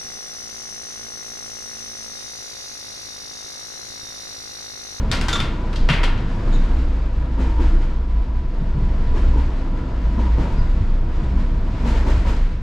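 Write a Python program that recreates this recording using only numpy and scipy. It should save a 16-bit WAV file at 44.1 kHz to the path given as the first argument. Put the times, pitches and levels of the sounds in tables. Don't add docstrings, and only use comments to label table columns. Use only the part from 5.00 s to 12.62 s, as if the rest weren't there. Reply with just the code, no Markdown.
import sys
import numpy as np
from scipy import signal
from scipy.fft import rfft, irfft, next_fast_len
from scipy.io import wavfile
from scipy.ndimage import uniform_filter1d

SR = 44100
rng = np.random.default_rng(int(sys.argv[2]) if len(sys.argv) > 2 else 0)


def digitize_waveform(pressure):
    field = np.atleast_2d(pressure).T
    bounded = np.clip(field, -1, 1)
    quanta = np.round(bounded * 32767).astype(np.int16)
    wavfile.write(sys.argv[1], SR, quanta)


N = 336042
TIME = np.arange(N) / SR
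JOINT_RISE_S, USUAL_ROAR_DB = 0.017, -35

# time in seconds, then floor rumble, rail roar and
# contact hiss in dB. Levels in all tables are relative, ahead of each source's own gain.
TRACK_ROUGHNESS = [(0, -27, -32.5, -45), (0.6, -28, -33, -45), (1.1, -28, -34, -46.5),
                   (1.5, -27, -31.5, -42.5), (1.95, -39, -35, -46), (2.2, -29.5, -36, -49.0),
                   (2.75, -33, -35.5, -45.5), (3.05, -38.5, -37.5, -50), (3.5, -34.5, -37, -50),
                   (3.9, -30, -34.5, -46.5), (4.55, -31.5, -34, -47.0), (4.8, -33, -34.5, -47),
                   (5.05, -30.5, -34, -46.5), (5.65, -27.5, -34, -45), (6, -31, -36.5, -48.5),
                   (6.35, -25.5, -34, -46), (6.6, -28, -34, -48.5), (6.9, -27.5, -32, -40.5),
                   (7.4, -32.5, -35, -45.5), (7.62, -31, -40.5, -50)]
# start in seconds, clunk in dB, its pitch in Hz, roar in dB,
# wheel ring in dB, its pitch in Hz, its hold in seconds, hiss in dB.
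RAIL_JOINTS = [(2.372, -24.5, 254, -35, -41, 924, 0.23, -41),
               (2.583, -27.5, 280, -37.5, -37.5, 933, 0.054, -41),
               (2.78, -38.5, 252, -54, -50, 930, 0.058, -49),
               (4.135, -34, 340, -34.5, -44, 964, 0.03, -41.5),
               (4.345, -28.5, 295, -38.5, -37, 926, 0.05, -44),
               (5.165, -23.5, 213, -36.5, -39, 952, .13, -44.5),
               (5.368, -25, 237, -30.5, -41.5, 916, .12, -42.5),
               (6.18, -40, 250, -44, -54, 957, .04, -51.5), (6.37, -41, 254, -51, -55, 970, 0.058, -47),
               (6.84, -26, 254, -33.5, -36, 970, 0.05, -38),
               (6.934, -38, 300, -35, -42.5, 890, 0.13, -41.5),
               (7.05, -28.5, 304, -31.5, -38.5, 920, 0.04, -37),
               (7.245, -28.5, 215, -33, -38.5, 950, 0.056, -37.5)]


def body_boom():
    # frequency in Hz, width in Hz.
    shell_modes = [(28.4, 7.3), (56.8, 11.8)]
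    # time in seconds, level in dB.
    lower_swell = [(0.0, -25), (0.12, -21.5), (1.43, -18), (1.64, -11.5), (2.18, -23.5), (2.8, -13),
                   (3.29, -26), (3.49, -18), (3.65, -20.5), (4.07, -14), (4.72, -22), (4.85, -26),
                   (5.05, -19), (5.44, -21), (5.61, -17.5), (6.58, -19.5), (7.45, -15), (7.62, -30.5)]
    upper_swell = [(0.0, -23), (0.22, -27), (0.6, -26.5), (1.56, -34.5), (1.72, -23), (1.92, -18.5),
                   (2.1, -24), (2.45, -18.5), (2.7, -21.5), (2.8, -28), (3.1, -22), (3.4, -23), (3.53, -29),
                   (3.65, -26), (4.02, -22), (4.46, -18.5), (4.58, -30), (4.93, -26), (5.05, -20.5),
                   (5.32, -14.5), (5.45, -24.5), (5.6, -21), (6.07, -29.5), (6.2, -17.5), (6.6, -24.5),
                   (6.75, -28.5), (6.88, -16.5), (7.28, -17), (7.42, -27.5), (7.62, -24)]
    looseness = 0.51
    out = np.zeros((2, N))
    for (hz, width), swell in zip(shell_modes, (lower_swell, upper_swell)):
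        mode = [(hz, width, 0)]
        swing = signal.hilbert(resonant(rng.standard_normal(N), mode))
        swing = unit_rms(swing.real / np.sqrt(abs(swing) ** 2 + looseness))
        side = gain_of(-45.5) * resonant(rng.standard_normal(N), mode)
        level_db = curve(swell) - 0.97 + 2.5 * drift(11.2)
        out += gain_of(level_db) * np.array([swing + side, swing - side])
    return out


def rolling():
    # frequency in Hz, level in dB.
    rumble_spectrum = [(39, -32.5), (66, -3.5), (86, -7), (108, -7.5), (250, -17.5), (320, -62.5),
                       (550, -120)]
    roar_spectrum = [(120, -5.5), (210, 1.5), (257, -6), (285, -2), (320, -4.5), (419, -8.5), (491, -7),
                     (555, -12), (667, -8), (734, -14.5), (837, -14), (954, -17.5), (1060, -14),
                     (1700, -27), (2210, -38), (3740, -120)]
    crash_spectrum = [(120, -14), (250, -2), (490, 2), (650, -4.5), (800, -6), (1200, -9.5), (1700, -23.5),
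                      (3700, -52.5)]
    # frequency in Hz, width in Hz, level in dB.
    panel_modes = [(260, 9.2, 0), (322.8, 55, -1), (479, 103, -9), (1370, 230, -13)]
    wheel_modes = [(908.5, 30, 0.5), (944.5, 26, 1.5), (987, 24, 0.5)]
    # time in seconds, level in dB.
    panel_swell = [(0, -35.5), (0.6, -39.5), (1.3, -39), (1.8, -34), (2.15, -43), (2.7, -34.5), (3.1, -46),
                   (3.55, -45.5), (3.95, -40.5), (4.4, -40.5), (4.8, -34.5), (5.1, -40), (5.6, -40),
                   (6.0, -42), (6.35, -39), (6.6, -42), (6.95, -37.5), (7.62, -45)]
    thuds = joint_surges(column=3)
    shake = np.hypot(roughness(column=1, patchy_db=2), gain_of(1) * thuds)
    rough = roughness(column=2, patchy_db=0.5)
    rumble = steadied(coloured(diffuse(N), rumble_spectrum), 0.043) * gain_of(0.3)
    roar = steadied(coloured(diffuse(N), roar_spectrum), 0.026) * gain_of(-0.75)
    crash = steadied(coloured(diffuse(N), crash_spectrum), 0.048)
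    panels = steadied(resonant(diffuse(N), panel_modes), 0.2)
    panels *= gain_of(curve(panel_swell) + 1.3 * drift(30))
    wheels = steadied(resonant(diffuse(N), wheel_modes), 0.11)
    wheels *= gain_of(-50 + extra_roar_db() + 1.6 * drift(9))
    return rumble * shake + roar * rough + crash * thuds + panels + wheels


def joint_clunks():
    ring_lead_s = 0.012
    clunk_width_hz, ring_width_hz = 122, 84
    out, t = np.zeros((2, N)), np.arange(SR // 2) / SR
    for start, clunk_db, clunk_hz, _, ring_db, ring_hz, ring_hold_s, _ in RAIL_JOINTS:
        clunk = steadied(resonant(diffuse(len(t)), [(clunk_hz, clunk_width_hz, 0)]), 0.016)
        clunk *= jolt(t, JOINT_RISE_S, hold_s=0.011, t60=0.39)
        ring = steadied(resonant(diffuse(len(t)), [(ring_hz, ring_width_hz, 0)]), 0.043)
        ring *= jolt(t, JOINT_RISE_S, ring_hold_s, t60=0.28)
        add(out, start, gain_of(clunk_db) * clunk)
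        add(out, start - ring_lead_s, gain_of(ring_db) * ring)
    return out


def gear_clatter():
    # frequency in Hz, width in Hz, level in dB.
    gear_modes = [(560, 180, 0), (870, 250, 0), (1230, 260, -1.5), (1650, 380, -7), (2380, 550, -9)]
    taps_per_s, tap_t60 = 90, 0.088
    taps = (rng.random(N) < taps_per_s / SR) * gain_of(1.5 * rng.uniform(-1.1, 1, N))
    power_decay = gain_of(-60 / (tap_t60 * SR)) ** 2
    tap_power = signal.lfilter([1], [1, -power_decay], taps ** 2)
    clatter = unit_rms(np.sqrt(tap_power)) * resonant(diffuse(N), gear_modes)
    return gain_of(-10) * joint_surges(column=3) * clatter


def contact_hiss():
    # frequency in Hz, level in dB.
    hiss_spectrum = [(740, -8), (1250, -3.5), (1400, -2), (1710, -2), (4820, -14.5), (7350, -27),
                     (8550, -32), (12300, -41.5), (13900, -59.5)]
    grit_spectrum = [(1500, -21.5), (4000, 2), (7300, 4.5), (9000, -8), (10800, -12.5),
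                     (12400, -12.5), (14000, -29.5)]
    scrapes = joint_surges(column=7, rise_s=0.037, t60=0.8)
    rub_db = 20 * np.log10(np.hypot(roughness(column=3, patchy_db=-0.65), scrapes))
    hiss = coloured(diffuse(N), hiss_spectrum) * gain_of(rub_db + 1 + 0.5 * drift(25))
    grit = coloured(diffuse(N) * gain_of(1.7 * drift(300)), grit_spectrum)
    return hiss + grit * gain_of(-57.5 + 1.7 * (rub_db + 41))


def fitting_clacks():
    # start in seconds, level in dB, tilt in dB per octave, ringing band in Hz,
    # its boost in dB, rattle t60 in seconds.
    knocks = [(0.1147, -19.5, 4, 4600, 4.5, 0.023), (0.1228, -20, -2, 3000, 2, 0.16),
              (0.2125, -24, 1.5, 3660, -1, 0.022), (0.2834, -19.5, 1, 1960, -5, 0.06),
              (.3288, -25.5, 3, 1378, -10, 0.05), (0.3557, -23.5, -0.5, 1136, -1, 0.07),
              (0.4023, -22.5, 1.5, 2860, 4, 0.016), (0.7293, -32, -1, 4200, 1, 0.072),
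              (0.7579, -31.5, 2, 4630, 11, 0.07), (0.8883, -16, -2.8, 1900, 4.5, 0.049),
              (.8970, -17.5, 2, 2620, 11.5, 0.13), (0.929, -21, -1, 2400, 7, 0.38),
              (1.0323, -18.5, -0.5, 3080, 4.5, 0.1), (1.178, -33.5, -4, 4000, 7, .06)]
    # frequency in Hz, level in dB.
    knock_spectrum = [(150, -15), (400, 3), (800, 2.5), (1400, 6), (2800, 1.5), (4500, -2), (7000, -12),
                      (9000, -16), (11000, -24.5), (12200, -26.5), (15000, -45)]
    # frequency in Hz, width in Hz, boost in dB.
    panel_peaks = [(950, 32, 10), (1390, 60, 3), (1794, 30, 4), (2140, 49, 4.5), (2770, 45, 5),
                   (3210, 60, 6), (4400, 100, 1), (4760, 110, 2)]
    out, t = np.zeros((2, N)), np.arange(SR // 2) / SR
    hz = np.fft.rfftfreq(len(t), 1 / SR)
    attack, snap = 1 - np.exp(-t / 0.00013), 0.21 * np.exp(-t / 0.0023)
    panel_db = sum(boost / (1 + (2 * (hz - centre) / width) ** 2) for centre, width, boost in panel_peaks)
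    bounce = gain_of(1.5 * drift(170))
    for start, db, tilt_db, band_hz, boost_db, t60 in knocks:
        band_db = boost_db * np.exp(-(np.log2((hz + 1) / band_hz) / 0.75) ** 2)
        slope_db = tilt_db * np.log2((hz + 100) / 3000)
        colour = gain_of(at_hz(knock_spectrum, hz) + slope_db + band_db + panel_db)
        near, far = (irfft(rfft(diffuse(len(t))) * colour, len(t)) for _ in range(2))
        rattle = bounce[round(start * SR):][:len(t)] * gain_of(-60 * t / t60)
        crack = unit_rms(near * attack * (rattle + snap))
        add(out, start, gain_of(db - 21) * crack + gain_of(db - 17) * echo_tail(far))
    mid = out.mean(0)
    return (mid + 0.76 * (out - mid)) * gain_of([[0.3], [-0.3]])


def metal_clinks():
    # start in seconds, level in dB,
    # lowest note in Hz, that note against the rest in dB, tilt in dB per octave.
    landings = [(0.2834, -36, 1534, 10, 1.5), (0.2874, -37, 1947, 10, 3), (0.3288, -22.5, 1377, 3, 0.5),
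                (0.3557, -26.5, 1137, -10, -6.5), (0.385, -30, 1320, -15, -9)]
    # frequency in Hz, width in Hz, level in dB, t60 in seconds.
    upper_modes = [(3545, 8, -1.5, 0.25), (3630, 88, -4, 0.078), (3850, 140, -9, 0.05),
                   (5150, 150, -13, 0.04), (5860, 60, -12, 0.08), (6240, 40, -15, 0.15),
                   (7000, 260, -7.5, 0.072), (7600, 150, -18, 0.05)]
    low_width_hz, low_t60 = 13, 0.12
    out, t = np.zeros((1, N)), np.arange(SR // 3) / SR
    for start, db, low_hz, low_db, tilt_db in landings:
        for hz, width, mode_db, t60 in upper_modes + [(low_hz, low_width_hz, low_db, low_t60)]:
            jitter = uniform_filter1d(rng.standard_normal(len(t)), size=24)
            phase_slip = np.cumsum(jitter) * np.sqrt(2 * np.pi * width / SR)
            tone = np.sin(2 * np.pi * (hz * t + rng.random()) + phase_slip)
            level_db = db + mode_db + tilt_db * np.log2(hz / 3500)
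            add(out, start, gain_of(level_db) * tone * jolt(t, rise_s=0.0005, hold_s=0.006, t60=t60))
    out *= gain_of(3 * drift(160))
    return out + gain_of(-10) * cabin_echo(out)


def floor_thumps():
    # start in seconds, level in dB, pitch in Hz.
    thumps = [(0.1, -18, 103), (0.896, -12.5, 144.5), (3.611, -16.5, 141), (3.745, -17, 139),
              (3.807, -18.5, 112), (3.847, -21, 171), (5.40, -25, 148.5), (5.80, -16.5, 93.5),
              (6.334, -22, 137), (6.732, -19, 110)]
    rumble_width_hz = 95
    out, t = np.zeros((2, N)), np.arange(SR // 3) / SR
    envelope = (1 - np.exp(-t / 0.0073)) * gain_of(-60 * t / 0.15)
    for start, db, hz in thumps:
        rumble = steadied(resonant(diffuse(len(t)), [(hz, rumble_width_hz, 0)]), 0.025)
        rumble *= jolt(t, rise_s=0.0099, hold_s=0.01, t60=0.28)
        tone = envelope / envelope.max() * np.sin(2 * np.pi * hz * t)
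        add(out, start, gain_of(db) * (0.85 * tone + gain_of(-8.5) * rumble))
    return out


def trim_squeaks():
    # start in seconds, level in dB, length in seconds, lower and upper band in Hz,
    # upper band's level in dB, width as a share of the pitch.
    rubs = [(1.515, -42.5, 0.058, 3780, 6800, -8.5, 0.14), (5.56, -44, 0.056, 1465, 4900, -8, .05),
            (5.623, -48, 0.04, 1420, 4920, -11, 0.06)]
    out, t = np.zeros((2, N)), np.arange(SR // 4) / SR
    for start, db, length, low_hz, high_hz, upper_db, width in rubs:
        swell = np.sin(np.pi * np.minimum(t / length, 1))
        bands = [(low_hz, low_hz * width, 0), (high_hz, high_hz * width, upper_db)]
        add(out, start, gain_of(db) * swell * resonant(diffuse(len(t)), bands))
    return out + gain_of(-2.5) * cabin_echo(out)


def drive_whine():
    # pitch in Hz, level on ordinary track in dB.
    tones = [(985, -53)]
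    out = np.zeros(N)
    for hz, db in tones:
        cycles = np.cumsum(hz + 9 * drift(22)) / SR
        level_db = db + 2.2 * drift(3.5) + 2 * drift(45)
        out += gain_of(level_db) * np.sqrt(2) * np.sin(2 * np.pi * cycles)
    return out * gain_of(0.54 * extra_roar_db())


def cabin_echo(x):
    tail = echo_tail(diffuse(SR))
    return signal.fftconvolve(x, tail / np.linalg.norm(tail[0]), axes=1)[:, :N]


def echo_tail(noise):
    # frequency in Hz, t60 in seconds.
    cabin_t60 = [(150, 1), (1000, 0.75), (3000, 0.49), (6000, 0.35), (12000, 0.28)]
    hz, t, frames = signal.stft(noise, SR, nperseg=256)
    decay = gain_of(-60 * t / at_hz(cabin_t60, hz)[:, None])
    tail = signal.istft(frames * decay, SR, nperseg=256)[1][:, :noise.shape[1]]
    onset = np.clip(np.arange(tail.shape[1]) / SR / 0.0036, 0, 1)
    return unit_rms(tail * onset)


def diffuse(size):
    # frequency in Hz, left-right likeness from 0 to 1.
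    coherence = [(60, 1.0), (120, 1.0), (230, 1), (460, 0.92), (900, 0.8), (1760, 0.56), (3470, 0.59),
                 (6820, 0.67), (13400, 0.4)]
    padded = next_fast_len(size)
    likeness = at_hz(coherence, np.fft.rfftfreq(padded, 1 / SR))
    mid, side = rfft(rng.standard_normal((2, size)), padded)
    mid *= np.sqrt((1 + likeness) / 2)
    side *= np.sqrt((1 - likeness) / 2 + gain_of(-39) ** 2)
    return irfft(np.array([mid + side, mid - side]), padded)[:, :size]


def joint_surges(column, rise_s=JOINT_RISE_S, hold_s=0.017, t60=0.71):
    surges = (gain_of(row[column]) * jolt(TIME - row[0], rise_s, hold_s, t60) for row in RAIL_JOINTS)
    return np.sqrt(sum(surge ** 2 for surge in surges))


def roughness(column, patchy_db):
    return gain_of(curve(TRACK_ROUGHNESS, column) + patchy_db * drift(13))


def extra_roar_db():
    return curve(TRACK_ROUGHNESS, column=2) - USUAL_ROAR_DB


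def jolt(t, rise_s, hold_s, t60):
    return np.clip(t / rise_s, 0, 1) * gain_of(-60 * np.maximum(t - rise_s - hold_s, 0) / t60)


def drift(rate_hz):
    return filtered(rng.standard_normal(N), lambda hz: 1 / (1 + (hz / rate_hz) ** 4))


def coloured(x, spectrum):
    return filtered(x, lambda hz: gain_of(at_hz(spectrum, hz)))


def resonant(x, modes):
    return filtered(x, lambda hz: sum(gain_of(db) / np.sqrt(width) / (1 + 2j * (hz - centre) / width) ** 2
                                      for centre, width, db in modes))


def filtered(x, response):
    size = next_fast_len(x.shape[-1])
    spectrum = rfft(x, size) * response(np.fft.rfftfreq(size, 1 / SR))
    return unit_rms(irfft(spectrum, size)[..., :x.shape[-1]])


def steadied(x, span_s):
    power = uniform_filter1d((x ** 2).mean(0), int(span_s * SR))
    return x / np.sqrt(abs(power) + 1e-6)


def at_hz(points, hz):
    point_hz, values = np.transpose(points)
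    return np.interp(np.log(hz + 1), np.log(point_hz + 1), values)


def curve(rows, column=1):
    rows = np.array(rows)
    return np.interp(TIME, rows[:, 0], rows[:, column])


def add(mix, start_s, sound):
    part = mix[:, max(round(start_s * SR), 0):][:, :sound.shape[-1]]
    part += sound[..., :part.shape[1]]


def gain_of(db):
    return 10 ** (np.asarray(db) / 20)


def unit_rms(x):
    return x / np.sqrt(np.mean(x ** 2) + 1e-20)


def scene():
    running = body_boom() + rolling() + joint_clunks() + gear_clatter() + contact_hiss() + drive_whine()
    return running + fitting_clacks() + metal_clinks() + floor_thumps() + trim_squeaks()


def record(dry):
    # frequency in Hz, left minus right in dB.
    balance = [(600, 1.9), (1320, 2), (2860, 1), (6200, 1), (10000, 1.5), (12500, 7)]
    hz = np.fft.rfftfreq(N, 1 / SR)
    lean_db = at_hz(balance, hz) * hz ** 4 / (hz ** 4 + 450.0 ** 4)
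    heard = irfft(rfft(dry) * gain_of(np.array([lean_db, -lean_db]) / 2), N)
    lowpass = signal.firwin(511, 14300, window=("kaiser", 9), fs=SR)
    return signal.oaconvolve(heard, lowpass[None], "same")


dry = scene()
out = record(dry)
digitize_waveform(out)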